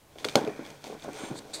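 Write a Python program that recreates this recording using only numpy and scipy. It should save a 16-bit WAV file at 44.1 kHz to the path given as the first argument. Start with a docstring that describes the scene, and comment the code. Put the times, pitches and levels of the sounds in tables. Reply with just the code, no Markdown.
"""A quiet room, one mono microphone, heard close: the direct sound stands well above the wall echoes.
Fingers pick a sticker off a long cardboard box on a wooden table: glue snaps are noise bursts ringing the film.
Knocks are short pushes that ring the hollow box; dense small touches keep it rumbling and the film rustling.
The box slides over paper and wood and a palm swipes along it: clicks through drifting resonances.
A thin dragging hiss and steady room air lie beneath."""
import sys
import numpy as np
from scipy import signal
from scipy.fft import rfft, irfft
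from scipy.io import wavfile
from scipy.ndimage import map_coordinates

SR = 44100
rng = np.random.default_rng(int(sys.argv[2]) if len(sys.argv) > 2 else 0)


def wrap_up_sound(samples):
    """Save the sound to the file named by the first command line argument, as 16-bit audio."""
    columns = np.atleast_2d(samples).T
    # keep every value between -1 and 1, then stretch to whole-number steps
    tamed = np.clip(columns, -1, 1)
    steps = np.round(tamed * 32767).astype(np.int16)
    wavfile.write(sys.argv[1], SR, steps)


N = 70560

# Snaps of the glue. Each row: start in seconds, direct peak in dB, favoured pitch in Hz, length in ms.
SNAP_EVENTS = [(0.1851, -31.5, 3700, 1.57), (0.2451, -18, 3050, 0.77), (0.2479, -15.5, 4140, 2.74),
               (0.286, -21.5, 3450, 3.9), (0.2938, -30, 3600, 5.1), (0.3555, -5.5, 4700, 2.76),
               (0.448, -33, 3400, 3.3), (0.4753, -30, 2400, 1.6), (.649, -39.5, 3720, 6.4),
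               (0.663, -37, 3300, 2.7), (0.702, -37, 5040, 5.3), (0.8414, -24.5, 5070, 0.37),
               (0.997, -39.5, 3370, 1.9), (1.023, -32.5, 3480, 0.94), (1.037, -40, 6650, 10.4),
               (1.1321, -35, 8800, 1.9), (1.39, -38, 4700, 0.98)]
# Modes of the sticker film and box wall. Each row: frequency in Hz, relative level in dB.
FILM_MODES = [(1000, 3), (1500, 6), (2400, 6), (3450, 4), (4350, -1.5), (5150, -9), (6200, -2.5),
              (8300, -8.5), (10300, -30), (13000, -24)]
# Knocks on the box. Each row: start in seconds, level in dB, pitch of the contact in Hz.
KNOCK_EVENTS = [(0.158, -36.5, 500), (0.2527, -17, 437), (0.355, -4.5, 627), (0.36, -13, 630),
                (0.3628, -9.5, 426), (0.373, -24, 560), (0.415, -15.5, 376), (0.4397, -19.5, 270),
                (0.466, -19.5, 411), (0.4752, -14.5, 440), (0.482, -27, 375), (0.592, -20.5, 317),
                (0.622, -31, 316), (0.842, -33, 786), (0.899, -27.5, 467), (0.925, -29, 540),
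                (1.0459, -31, 630), (1.0814, -26.5, 525), (1.0876, -26.5, 278), (1.102, -50, 394),
                (1.147, -34, 497), (1.2348, -23, 244), (1.303, -24, 260), (1.3118, -16, 243),
                (1.3167, -26, 163)]
# Modes of the hollow box. Each row: frequency in Hz, relative level in dB.
BOX_MODES = [(151, -14), (212, -11), (280, -7.5), (319, -3.5), (428, 1), (480, -5.5), (565, 0.5), (665, -2),
             (776, -0.5), (920, -3.5), (1055, -3.5), (1470, -2.5)]
# Low rumble of handling the box. Each row: time in seconds, level in dB.
HANDLING_CURVE = [(0, -66.5), (.15, -59.5), (.23, -48), (.5, -50), (.7, -49.5), (.82, -57), (.87, -45.5),
                  (.95, -47), (1.0, -59), (1.06, -42.5), (1.12, -50), (1.2, -43.5), (1.3, -47),
                  (1.515, -49), (1.6, -44.5)]
# Rustle of film and paper. Each row: time in seconds, level in dB.
RUSTLE_CURVE = [(0, -86), (.17, -62.5), (.2, -52), (.3, -63), (.34, -52.5), (.46, -61.5), (.62, -58),
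                (.67, -56), (.8, -62), (.87, -50), (.97, -60), (1.03, -56), (1.1, -57.5), (1.18, -48),
                (1.33, -54), (1.45, -60), (1.6, -51)]
# Box sliding on paper and wood.
# Each row: start in seconds, rise in seconds, hold in seconds, fall by 60 dB in seconds, level in dB.
SLIDE_STROKES = [(1.14, 0.059, 0.087, 0.09, -47.5)]
# Resonances of the slide. Each row: frequency in Hz, width in Hz, relative level in dB.
SLIDE_RESONANCES = [(900, 600, 5), (3300, 1200, -1), (6400, 400, -1), (7350, 300, 1), (8700, 450, 0)]
# Palm swipes along the box.
# Each row: start in seconds, rise in seconds, hold in seconds, fall by 60 dB in seconds, level in dB.
SWIPE_STROKES = [(1.342, 0.047, 0.005, 0.0087, -43.5), (1.532, 0.009, 0.0073, 0.18, -35)]
# Resonances of the swipes. Each row: frequency in Hz, width in Hz, relative level in dB.
SWIPE_RESONANCES = [(1710, 1200, 1), (3740, 430, 10), (4480, 750, 10.5), (5930, 1100, -6), (7850, 2450, 6),
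                    (12300, 800, -13)]
# Thin dragging hiss. Each row: time in seconds, level in dB.
DRAG_CURVE = [(0, -119), (.3, -54.5), (.45, -50), (.7, -56.5), (.8, -67), (1.13, -58), (1.24, -47),
              (1.33, -60.5), (1.6, -100)]
# Resonances of the drag. Each row: frequency in Hz, width in Hz, relative level in dB.
DRAG_RESONANCES = [(1390, 1120, -1), (2404, 380, -0.5), (6000, 360, -11.5)]
# Colour of the room air. Each row: frequency in Hz, relative level in dB per Hz.
AIR_COLOUR = [(40, -11), (112, -10.5), (151, -4), (194, -22.5), (269, -18.5), (16000, -35.5)]

FILM_T60_S = 0.0057
SNAP_FOCUS_DB, SNAP_WIDTH_OCT = 13, 0.31  # boost of the film modes near a snap's pitch
SOFT_DULLING = 0.078  # away from its pitch a snap loses this many dB per octave for each dB of softness
KNOCK_RING_DB, KNOCK_WIDTH_OCT, KNOCK_PUSH_DB = -9.5, 0.27, -9
BOX_T60_S, BOX_T60_SLOPE = 0.07, -1.03  # at 400 Hz; power of frequency
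RUMBLE_PER_S, RUMBLE_SPREAD_DB = 1500, 6
SHUDDER_DB, SHUDDER_T60_S = -21.5, 0.15  # rumble that trails each knock
SHUDDER_DB_PER_OCT = 7  # sharper knocks shake the box more
CRACKLES_PER_S, CRACKLE_SPREAD_DB, RUSTLE_TILT_DB = 3200, 2, 9.5  # tilt is per octave
CREASES_PER_S, CREASE_DB, CREASE_TOP_HZ = 240, 5, 5600  # sparser cracks that ring the lower modes at once
AFTER_DB, AFTER_T60_S = -28.5, 0.19  # crackle that trails each snap
WANDER, WANDERS_PER_S = 0.012, 25  # spread of the rubbing's pitch drift as a share; drift points per second
ROOM_T60_S, TREBLE_T60_S, ROOM_GAP_S = 0.3, 0.13, 0.00403
WALL_CUT_HZ, ROOM_DB = 2000, -11
SNAP_ROOM_DB = -14  # snaps reach the walls less than knocks
AIR_DB = -58.5
BASS_CUT_HZ, CUTOFF_HZ = 100, 16450


def snaps():
    """Glue lets go in a burst of a few milliseconds that rings the film, most near its favoured pitch."""
    out = np.zeros(N + SR)
    t = np.arange(SR // 20) / SR
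    for s, db, pitch_hz, ms in SNAP_EVENTS:
        burst = rng.standard_normal(len(t)) * np.exp(-(t * 1000 / max(ms, 0.3)) ** 4)
        sound = 0
        for hz, mode_db in FILM_MODES:
            octaves = np.log2(hz / pitch_hz)
            focus_db = SNAP_FOCUS_DB * np.exp(-0.5 * (octaves / SNAP_WIDTH_OCT) ** 2)
            dulling_db = SOFT_DULLING * db * abs(octaves)  # negative, as db is
            ringing = rms_one(ring(burst, hz, FILM_T60_S * np.sqrt(3500 / hz)))
            sound = sound + amp(mode_db + dulling_db + focus_db) * ringing
        i = int(s * SR)
        out[i:i + len(t)] += amp(db) * sound / np.abs(sound).max()
    return out[:N]


def knocks():
    """Each knock is a short push at its pitch that sets the nearby box modes ringing."""
    out = np.zeros(N + SR)
    t = np.arange(SR // 4) / SR
    for s, db, pitch_hz in KNOCK_EVENTS:
        cycles = t * pitch_hz
        push_shape = np.sin(np.pi * np.minimum(cycles / 1.5, 1))  # over after 1.5 cycles
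        sound = -amp(KNOCK_PUSH_DB) * np.sin(2 * np.pi * cycles) * push_shape
        for hz, mode_db in BOX_MODES:
            near = np.exp(-0.5 * (np.log2(hz / pitch_hz) / KNOCK_WIDTH_OCT) ** 2)
            luck_db = rng.normal(0, 1.5)  # no two knocks ring the modes alike
            fade = amp(KNOCK_RING_DB + mode_db + luck_db - 60 * t / box_t60(hz))
            sound -= near * np.minimum(cycles, 1) * fade * np.sin(2 * np.pi * hz * t)
        i = int(s * SR)
        out[i:i + len(t)] += amp(db) * sound
    return out[:N]


def box_t60(hz):
    """Higher box modes die sooner."""
    return BOX_T60_S * (hz / 400) ** BOX_T60_SLOPE


def rumble():
    """Fingers and table keep the box modes murmuring with dense small touches."""
    shakes = [(s, db + SHUDDER_DB_PER_OCT * np.log2(pitch_hz / 500)) for s, db, pitch_hz in KNOCK_EVENTS]
    loudness = level(HANDLING_CURVE) + trail(shakes, SHUDDER_DB, SHUDDER_T60_S)
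    murmur = 0
    for hz, db in BOX_MODES:
        touches = grains(RUMBLE_PER_S, RUMBLE_SPREAD_DB)
        murmur = murmur + amp(db) * ring(touches, hz, box_t60(hz))
    return loudness * rms_one(murmur)


def rustle():
    """Film and paper rustle as dense crackles and sparse cracks ring the film modes."""
    loudness = level(RUSTLE_CURVE) + trail(SNAP_EVENTS, AFTER_DB, AFTER_T60_S)
    cracks = amp(CREASE_DB) * grains(CREASES_PER_S, spread_db=3.0)
    rustling = 0
    for hz, db in FILM_MODES[2:]:
        clicks = cracks * (hz < CREASE_TOP_HZ) + grains(CRACKLES_PER_S, CRACKLE_SPREAD_DB)
        tilted_db = db + RUSTLE_TILT_DB * np.log2(hz / 3500)
        rustling = rustling + amp(tilted_db) * ring(clicks, hz, FILM_T60_S * 2000 / hz)
    return loudness * rms_one(rustling)


def strokes(rows, bands):
    """A rubbing hiss that swells, holds and dies; its resonances wander as the grip shifts."""
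    t = np.arange(N) / SR
    shape = 0
    for s, rise, hold, fall, db in rows:
        swell = np.clip((t - s) / rise, 0, 1) ** 0.9
        shape = shape + amp(db - 60 * np.maximum(t - s - rise - hold, 0) / fall) * swell
    knots = rng.standard_normal(int(WANDERS_PER_S * N / SR) + 2)
    speed = 1 + WANDER * np.interp(t * WANDERS_PER_S, np.arange(len(knots)), knots)
    hiss = through(bands, grains(7000, spread_db=2.0))
    # reading the hiss at a drifting speed bends its resonances
    return shape * rms_one(map_coordinates(hiss, [np.cumsum(speed)], order=3, mode="mirror"))


def drag():
    """A thin dragging hiss: dense clicks through fixed resonances."""
    return level(DRAG_CURVE) * through(DRAG_RESONANCES, grains(4000, spread_db=2.0))


def room(x):
    """Diffuse echoes: noise that dies away, the treble sooner."""
    t = np.arange(SR // 2) / SR
    noise = rng.standard_normal(SR // 2)
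    bass = signal.sosfilt(signal.butter(1, WALL_CUT_HZ, fs=SR, output="sos"), noise)
    tail = bass * amp(-60 * t / ROOM_T60_S) + (noise - bass) * amp(-60 * t / TREBLE_T60_S)
    tail = tail * (t > ROOM_GAP_S)  # silence before the first echo
    return signal.fftconvolve(x, tail / np.sqrt(np.sum(tail ** 2)))[:N]


def air():
    """Steady room air: noise shaped to the air's colour."""
    hz, db = np.transpose(AIR_COLOUR)
    f = np.maximum(np.fft.rfftfreq(N, 1 / SR), 10)
    colour = amp(np.interp(np.log(f), np.log(hz), db))
    return amp(AIR_DB) * rms_one(irfft(rfft(rng.standard_normal(N)) * colour, N))


def amp(db):
    """dB to gain."""
    return 10 ** (np.asarray(db) / 20)


def rms_one(x):
    """Scale to rms 1."""
    return x / np.sqrt(np.mean(x ** 2) + 1e-20)


def level(rows):
    """A curve of seconds and dB as a gain per sample."""
    s, db = np.transpose(rows)
    return amp(np.interp(np.arange(N) / SR, s, db))


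def trail(rows, db_below, t60):
    """A gain that jumps at each event and dies away."""
    t = np.arange(N) / SR
    return sum((t >= s) * amp(db + db_below - 60 * np.maximum(t - s, 0) / t60) for s, db, *_ in rows)


def ring(x, hz, t60):
    """A two-pole resonator: a unit click sets a dying sine of height 1 ringing."""
    r = amp(-60 / (max(t60, 0.001) * SR))
    w = 2 * np.pi * hz / SR
    return signal.lfilter([0, np.sin(w)], [1, -2 * r * np.cos(w), r * r], x + 1e-18)


def grains(per_s, spread_db):
    """Random clicks of uneven size and sign."""
    sizes = amp(spread_db * np.minimum(rng.exponential(1, N), 4)) * rng.choice([-1, 1], N)
    return sizes * (rng.random(N) < per_s / SR)


def through(bands, x):
    """Parallel resonances of alternating sign, each applied twice; rms 1."""
    out = 0
    for k, (hz, width_hz, db) in enumerate(bands):
        r = np.exp(-np.pi * width_hz / SR)
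        stage = [(1 - r * r) / 2, 0, (r * r - 1) / 2, 1, -2 * r * np.cos(2 * np.pi * hz / SR), r * r]
        out = out + (-1) ** k * amp(db) * signal.sosfilt([stage, stage], x)
    return rms_one(out)


def scene():
    """All sources over the room air; the light box radiates no deep bass."""
    bass_cut = signal.butter(3, BASS_CUT_HZ, "high", fs=SR, output="sos")
    snap, knock, murmur = signal.sosfilt(bass_cut, [snaps(), knocks(), rumble()])
    slide = strokes(SLIDE_STROKES, SLIDE_RESONANCES)
    swipe = strokes(SWIPE_STROKES, SWIPE_RESONANCES)
    rubbing = murmur + rustle() + slide + swipe + drag()
    echoes = amp(ROOM_DB) * room(knock + amp(SNAP_ROOM_DB) * snap)
    return (snap + knock + rubbing + echoes + air())[None]


def record(dry):
    """One microphone channel with the extreme treble steeply cut."""
    return signal.sosfilt(signal.cheby2(14, 60, CUTOFF_HZ, fs=SR, output="sos"), dry)


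dry = scene()
out = record(dry)
wrap_up_sound(out)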